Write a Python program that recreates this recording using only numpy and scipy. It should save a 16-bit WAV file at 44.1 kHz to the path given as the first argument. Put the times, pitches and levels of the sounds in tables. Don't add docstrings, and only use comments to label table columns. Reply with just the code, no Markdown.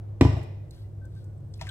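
import sys
import numpy as np
from scipy import signal
from scipy.fft import rfft, irfft
from scipy.io import wavfile
from scipy.ndimage import uniform_filter1d

SR = 44100
rng = np.random.default_rng(int(sys.argv[2]) if len(sys.argv) > 2 else 0)


def ratio_of_db(decibels):
    return 10 ** (np.asarray(decibels, float) / 20)


def output_pcm(signal):
    pcm = np.clip(np.atleast_2d(signal).T, -1, 1) * 32767
    wavfile.write(sys.argv[1], SR, np.round(pcm).astype(np.int16))


N = 74970

# f/Hz, correlation/1
EAR_LIKENESS = [(60, 1), (150, 0.81), (380, 0.57), (950, 0.073), (2400, 0.05), (15000, 0.016)]


def evened(x):
    return x / np.sqrt(np.mean(x ** 2) + 1e-20)


def read(points, hz):
    f, value = np.transpose(points)
    return np.interp(np.log(hz + 1), np.log(f + 1), value)


def curve_db(points, **ends):
    return np.interp(np.arange(N) / SR, *np.transpose(points), **ends)


def add(mix, s, sound):
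    part = mix[..., round(max(s, 0) * SR):][..., :sound.shape[-1]]
    part += sound[..., :part.shape[-1]]


def colour(x, points):
    hz = np.fft.rfftfreq(x.shape[-1], 1 / SR)
    return irfft(rfft(x) * ratio_of_db(read(points, hz)), x.shape[-1])


def wander(rate_hz):
    t = np.arange(N) / SR
    ratios = np.geomspace(.1, 1, num=12)
    return evened(sum(np.sin(2 * np.pi * (f * rate_hz * t + rng.random())) / np.sqrt(f) for f in ratios))


def gritty(shape, base, gain, spread_db, rate_hz):
    peaks = ratio_of_db(spread_db * rng.exponential(1, N))
    return rng.standard_normal(shape) * (base + gain * peaks * (rng.random(N) < rate_hz / SR))


def ring(modes, rise_s):
    t = np.arange(12000) / SR
    out = np.zeros(len(t))
    for hz, db, t60 in modes:
        out += ratio_of_db(db - 60 * t / max(t60, .003)) * np.sin(2 * np.pi * hz * t)
    return out * (1 - np.exp(-t / rise_s))


def puff(points, t60):
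    t = np.arange(4096) / SR
    z = rfft(rng.standard_normal(4096) * ratio_of_db(-60 * t / t60))
    even = irfft(z / np.sqrt(uniform_filter1d(abs(z) ** 2, size=30)), 4096)
    attack = np.minimum(t[:3000] / 0.000067, 1)
    burst = colour(even, points)[:3000] * attack
    return burst / np.sqrt(np.sum(burst ** 2) / (t60 * SR / 14))


def stroke(length_s, rise_s, fall_s):
    t = np.arange(0, length_s, 1 / SR)
    return np.clip(np.minimum(t / rise_s, (length_s - t) / fall_s), 0, 1)


def ticks(table):
    out = np.zeros(N)
    steps = np.linspace(-4, 4, num=17)
    for s, db, hz, octaves, t60 in table:
        bell = np.transpose([hz * 2 ** (steps * octaves), -4.3 * steps ** 2])
        add(out, s, ratio_of_db(db) * puff(bell, t60))
    return out


def to_left(x, lag_s, balance):
    hz = np.fft.rfftfreq(N, 1 / SR)
    return irfft(rfft(x) * np.exp(-2j * np.pi * hz * lag_s) * ratio_of_db(read(balance, hz)), N)


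def air():
    # f/Hz, level/dB per Hz
    air_spectrum = [(20, -16), (45, -13), (105, -4), (170, -25.5), (550, -27), (900, -39), (2500, -55.5),
                    (16000, -65)]
    air_rms_db = -45.5
    # f/Hz, width/Hz, level/dB rms
    room_tones = [(63.2, 8.3, -50.5), (132, 36.5, -48.5), (331, 46, -62)]
    hz = np.fft.rfftfreq(N, 1 / SR)
    a, b = rfft(rng.standard_normal((2, N)))
    same = np.clip(read(EAR_LIKENESS, hz), -1, 1)
    base = ratio_of_db(read(air_spectrum, hz))
    density = ratio_of_db(2 * air_rms_db) * base ** 2 / np.mean(base ** 2)
    for f_hz, width_hz, db in room_tones:
        bump = np.exp(-.5 * ((hz - f_hz) / (width_hz / 2)) ** 2)
        density = density + ratio_of_db(2 * db) * bump / bump.mean()
    return irfft(np.array([a, same * a + np.sqrt(1 - same ** 2) * b]) * np.sqrt(density), N)


def hum():
    # f/Hz, level/dB rms
    motor_lines = [(100.5, -43.5), (147, -61), (197, -67.5)]
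    # t/s, level/dB
    motor_load = [(0, 8), (.15, 6), (.55, 7), (.75, -2), (.88, 1.5), (.98, 7), (1.1, 0), (1.25, 5),
                  (1.381, 2), (1.449, 6.5), (1.55, 2), (1.65, 8)]
    out = np.zeros(N)
    for hz, db in motor_lines:
        turns = np.cumsum(hz + 1.055 * wander(3.87)) / SR + rng.random()
        out += ratio_of_db(db + 1.5 + 0.5 * wander(7.6)) * np.sin(2 * np.pi * turns)
    return ratio_of_db(curve_db(motor_load)) * out


def earlier():
    # f/Hz, level/dB per Hz
    tail_spectrum = [(120, -10), (200, 3), (600, 3.5), (1000, -10.5), (2000, -19.5), (3500, -29),
                     (6000, -49.5)]
    start_db, t60_s = -56.5, 2.1
    a, b = rng.standard_normal((2, N))
    tail = evened(colour(np.array([a + 1.0 * b, a - 0.7 * b]), tail_spectrum))
    return tail * ratio_of_db(start_db - 60 * np.arange(N) / SR / t60_s + 0.91 * wander(16.0))


def kitchen(x):
    # f/Hz, t60/s
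    decay = [(100, 0.35), (350, 0.76), (560, 1), (1000, 0.56), (2000, 0.78), (3500, 0.66), (5500, .62),
             (8000, 0.52), (15000, 0.98)]
    # f/Hz, level/dB
    wet = [(100, -24), (210, -22), (350, -13), (560, -6), (1000, -5), (2000, -7), (3500, -6), (5500, -4),
           (8000, -9), (12000, -8)]
    taps = np.zeros((2, SR))
    at = np.arange(200, SR - 20, 20) + rng.integers(0, 20, (2, (SR - 201) // 20))
    np.put_along_axis(taps, at, rng.choice([-1., 1.], at.shape), 1)
    hz, t, z = signal.stft(taps, SR, nperseg=512)
    same = np.clip(read(EAR_LIKENESS, hz), -1, 1)[:, None]
    z = np.array([z[0], same * z[0] + np.sqrt(1 - same ** 2) * z[1]])
    t60 = read(decay, hz)[:, None]
    gain = ratio_of_db(read(wet, hz)[:, None] - 60 * t / t60) / np.sqrt(t60 * 145)
    tail = signal.istft(z * gain, SR, nperseg=512)[1]
    tail = tail * (np.arange(tail.shape[1]) > 150)
    return signal.fftconvolve(x[None], tail, axes=1)[:, :N]


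def fizz():
    # t/s, level/dB
    fizz_curve = [(0, -105), (0.601, -100), (0.749, -74), (.95, -92), (1.16, -78), (1.27, -80), (1.4, -93),
                  (1.52, -79.5), (1.7, -84)]
    f, w = 8200, 700
    band = [(f - 2 * w, -30), (f - w / 2, -3), (f, 0), (f + w / 2, -3), (f + 2 * w, -30)]
    pops = gritty((2, N), .3, 1, 3.1, 500)
    return evened(colour(pops, band)) * ratio_of_db(curve_db(fizz_curve))


def squeaks():
    # t/s, length/s, level/dB, f/Hz
    squeak_events = [(.76, .07, -80, 1560), (.83, .065, -79, 2000), (.833, .07, -80, 2795),
                     (1.108, .045, -77, 1560), (1.14, .08, -80, 3600), (1.135, .08, -80, 4600),
                     (1.035, .05, -81, 3600), (1.21, .15, -80, 1470), (1.009, .095, -64, 1545),
                     (1.152, .063, -67.5, 1545), (1.677, .094, -46, 1545)]
    waver, fuzz, fuzz_hz = .005, 0.25, 60.6
    out, drift, flutter = np.zeros(N), wander(56.9), wander(94.0)
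    span = int(SR / fuzz_hz / 4)
    slow = uniform_filter1d(uniform_filter1d(rng.standard_normal(N), span), span)
    rough = 1 + fuzz * evened(slow)
    for s, length_s, db, hz in squeak_events:
        shape = np.zeros(N)
        add(shape, s, stroke(length_s, 0.012, 0.04) ** 2)
        phase = 2 * np.pi * np.cumsum(hz * (1 + waver * drift)) / SR
        out += shape * ratio_of_db(db + 0.5 + 1.6 * flutter) * np.sin(phase)
    return out * rough


def rubs():
    # f/Hz, level/dB per Hz
    rub_spectrum = [(600, -60), (1500, -4), (2500, -5.5), (4000, 6.5), (6000, -5), (8200, -13.5),
                    (11000, 0.5), (16000, -13)]
    # t/s, length/s
    rub_strokes = [
        (.71, .17),
        (1.10, .2),
        (1.535, .08),
    ]
    rub_levels = [-66.5, -72, -68]
    grit = gritty(N, 1, 1.4, 3.0, 600)
    shape = np.zeros(N)
    for (s, length_s), db in zip(rub_strokes, rub_levels):
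        add(shape, s, ratio_of_db(db) * stroke(length_s, .02, length_s * .6))
    return evened(colour(grit, rub_spectrum)) * shape * ratio_of_db(2 * wander(58.0))


def scrape():
    # f/Hz, level/dB per Hz
    scrape_spectrum = [(500, -20), (1000, -4), (2500, 0), (5000, -5), (8000, -10), (11000, -15),
                       (16000, -19)]
    # t/s, level/dB
    scrape_curve = [(1.59, -100), (1.593, -64), (1.611, -61), (1.614, -47.5), (1.63, -57), (1.65, -59),
                    (1.667, -57), (1.671, -53), (1.7, -63)]
    grit = gritty(N, 1, 1, 3.9, 900)
    return evened(colour(grit, scrape_spectrum)) * ratio_of_db(curve_db(scrape_curve, left=-200))


def utensil_ticks():
    # t/s, level/dB, centre f/Hz, breadth/octaves, t60/s
    tick_events = [(.378, -60, 9000, .7, .06), (.4303, -56.5, 10000, .55, .05), (.366, -45, 660, .15, .15),
                   (.7092, -52, 8000, .7, .025), (.7093, -55, 4150, .12, .03), (.7471, -63, 5800, .4, .014),
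                   (.733, -68, 4500, .2, .012), (.797, -70, 11500, .04, .05), (.7645, -65, 9530, .3, .016),
                   (1.0532, -59, 8000, .8, .025), (1.1515, -66, 7000, .6, .022),
                   (1.2427, -60.5, 7500, .7, .022), (1.163, -69, 8400, .1, .02),
                   (1.4056, -72, 8000, .5, .013), (1.5387, -51, 5000, .25, .025),
                   (1.5389, -57, 8250, .15, .03), (1.5772, -57, 11000, .35, .02),
                   (1.5947, -56, 2570, .05, .026), (1.5941, -64, 4900, .3, .03),
                   (1.6139, -46, 700, .12, .07), (1.6119, -41, 3600, .6, .03),
                   (1.6121, -49, 8000, .5, .025), (1.622, -45, 3400, .8, .035),
                   (1.6692, -43, 1900, .2, .015), (1.6692, -54, 6500, .8, .025),
                   (1.6905, -38, 3500, .2, .012), (1.6903, -44, 9500, .8, .014)]
    more_tick_events = [(1.6120, -42, 2000, .2, .02), (1.6130, -40, 4900, .2, .02), (1.6125, -45, 950, .07, .06),
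                        (1.6122, -47, 7500, .5, .025), (1.6170, -47, 5200, .2, .015),
                        (1.6228, -58, 9000, .8, .012), (1.6330, -50, 3000, .2, .015),
                        (1.6750, -48, 1700, .1, .02), (1.63, -57, 700, .12, .15), (1.6925, -36, 3900, .1, .012),
                        (1.6950, -37, 3300, .1, .012), (1.6910, -50, 8200, .1, .03),
                        (1.6915, -50, 12000, .15, .02), (1.5410, -55, 3600, .1, .02),
                        (1.3762, -70, 8200, .1, .03)]
    return ticks(tick_events) + ticks(more_tick_events)


def jug():
    # t/s, counter push level/dB, body knock level/dB, contact crack level/dB
    bounces = [
        (0.2127, -6.5, -6, -16),
        (0.224, -18.5, -18.5, -75),
        (.2520, -11, -12.5, -33.5),
        (0.2902, -18.5, -31.5, -55),
        (0.312, -24, -35, -65),
        (0.331, -18.5, -34.5, -41),
        (0.3693, -25, -42.5, -45),
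        (.417, -32.5, -51, -45.5),
    ]
    # f/Hz, level/dB, t60/s
    counter_modes = [(76.6, -1.5, 0.15), (99.86, 0, 0.165), (122.9, 0.5, 0.152), (194.5, -7.5, 0.077)]
    # f/Hz, level/dB, t60/s
    body_modes = [(267.2, 0, 0.061), (284, -9, 0.078), (326.7, -1.5, 0.056), (417.3, -17.5, 0.087),
                  (562, -25, 0.16), (831, -9, 0.042), (901, -14, 0.052), (976, -12.5, 0.038),
                  (2067, -27.5, 0.073), (3080, -38, 0.06)]
    # f/Hz, level/dB per Hz
    crack_spectrum = [(500, 1), (900, 2), (1400, -4), (2100, -3.5), (4500, -10.5), (6300, -18), (9000, -23),
                      (16000, -57)]
    # t/s, level/dB, centre f/Hz, breadth/octaves, t60/s
    foot_chatter = [(.2103, -26.5, 5000, 0.22, 0.009), (.2108, -30.5, 7700, 0.08, 0.017),
                    (.2108, -23, 2090, 0.3, 0.034), (.2105, -47.5, 13100, 0.19, 0.037),
                    (.2120, -49, 10800, 0.049, 0.046), (.2150, -44, 8200, 0.081, 0.0087),
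                    (.2155, -29, 3730, 0.24, 0.016), (.2190, -40, 4140, 0.27, .012),
                    (.2228, -45, 4470, 0.41, 0.0054), (.231, -23, 710, 0.34, 0.026),
                    (.2335, -40, 3080, 0.15, 0.089), (.2420, -54, 5500, 0.21, 0.0099),
                    (.2490, -47, 6000, 0.79, 0.018), (.2505, -33.5, 896, 0.57, 0.084),
                    (.2540, -58, 5200, 0.24, 0.022), (.2590, -61, 8100, 0.42, 0.011),
                    (.2680, -58, 5460, 0.22, 0.018)]
    crack_lead_s, knock_lead_s = .0025, 0.00229
    out, boom, body = ticks(foot_chatter), ring(counter_modes, 0.007), ring(body_modes, 0.0016)
    for s, push_db, knock_db, crack_db in bounces:
        add(out, s, ratio_of_db(push_db) * boom)
        add(out, s - knock_lead_s, -ratio_of_db(knock_db) * body)
        add(out, s - crack_lead_s, ratio_of_db(crack_db) * puff(crack_spectrum, 0.028))
    return out


def scene():
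    low_cut = signal.butter(3, 64, "high", fs=SR, output="sos")
    heavy = signal.sosfilt(low_cut, jug())
    small = utensil_ticks() + squeaks() + rubs() + scrape()
    heavy_left = to_left(heavy, .00009, [(100, 1.5), (380, 1.0), (1300, -4), (2400, -5.0), (9000, -7)])
    small_left = to_left(small, -.00012, [(400, 11.5), (8000, 2), (15000, -25)])
    direct = np.array([heavy_left + small_left, heavy + small])
    small_wet_db = -6
    room = kitchen(heavy + ratio_of_db(small_wet_db) * small)
    return direct + room + hum() + air() + fizz() + earlier()


def top_cut(x):
    return signal.sosfilt(signal.butter(12, 16960, fs=SR, output="sos"), x)


def record(dry):
    edge = signal.firwin(511, 16000, window=("kaiser", 9), fs=SR)
    mix = signal.oaconvolve(dry, edge[None], "same")
    return top_cut(mix)


dry = scene()
out = record(dry)
output_pcm(out)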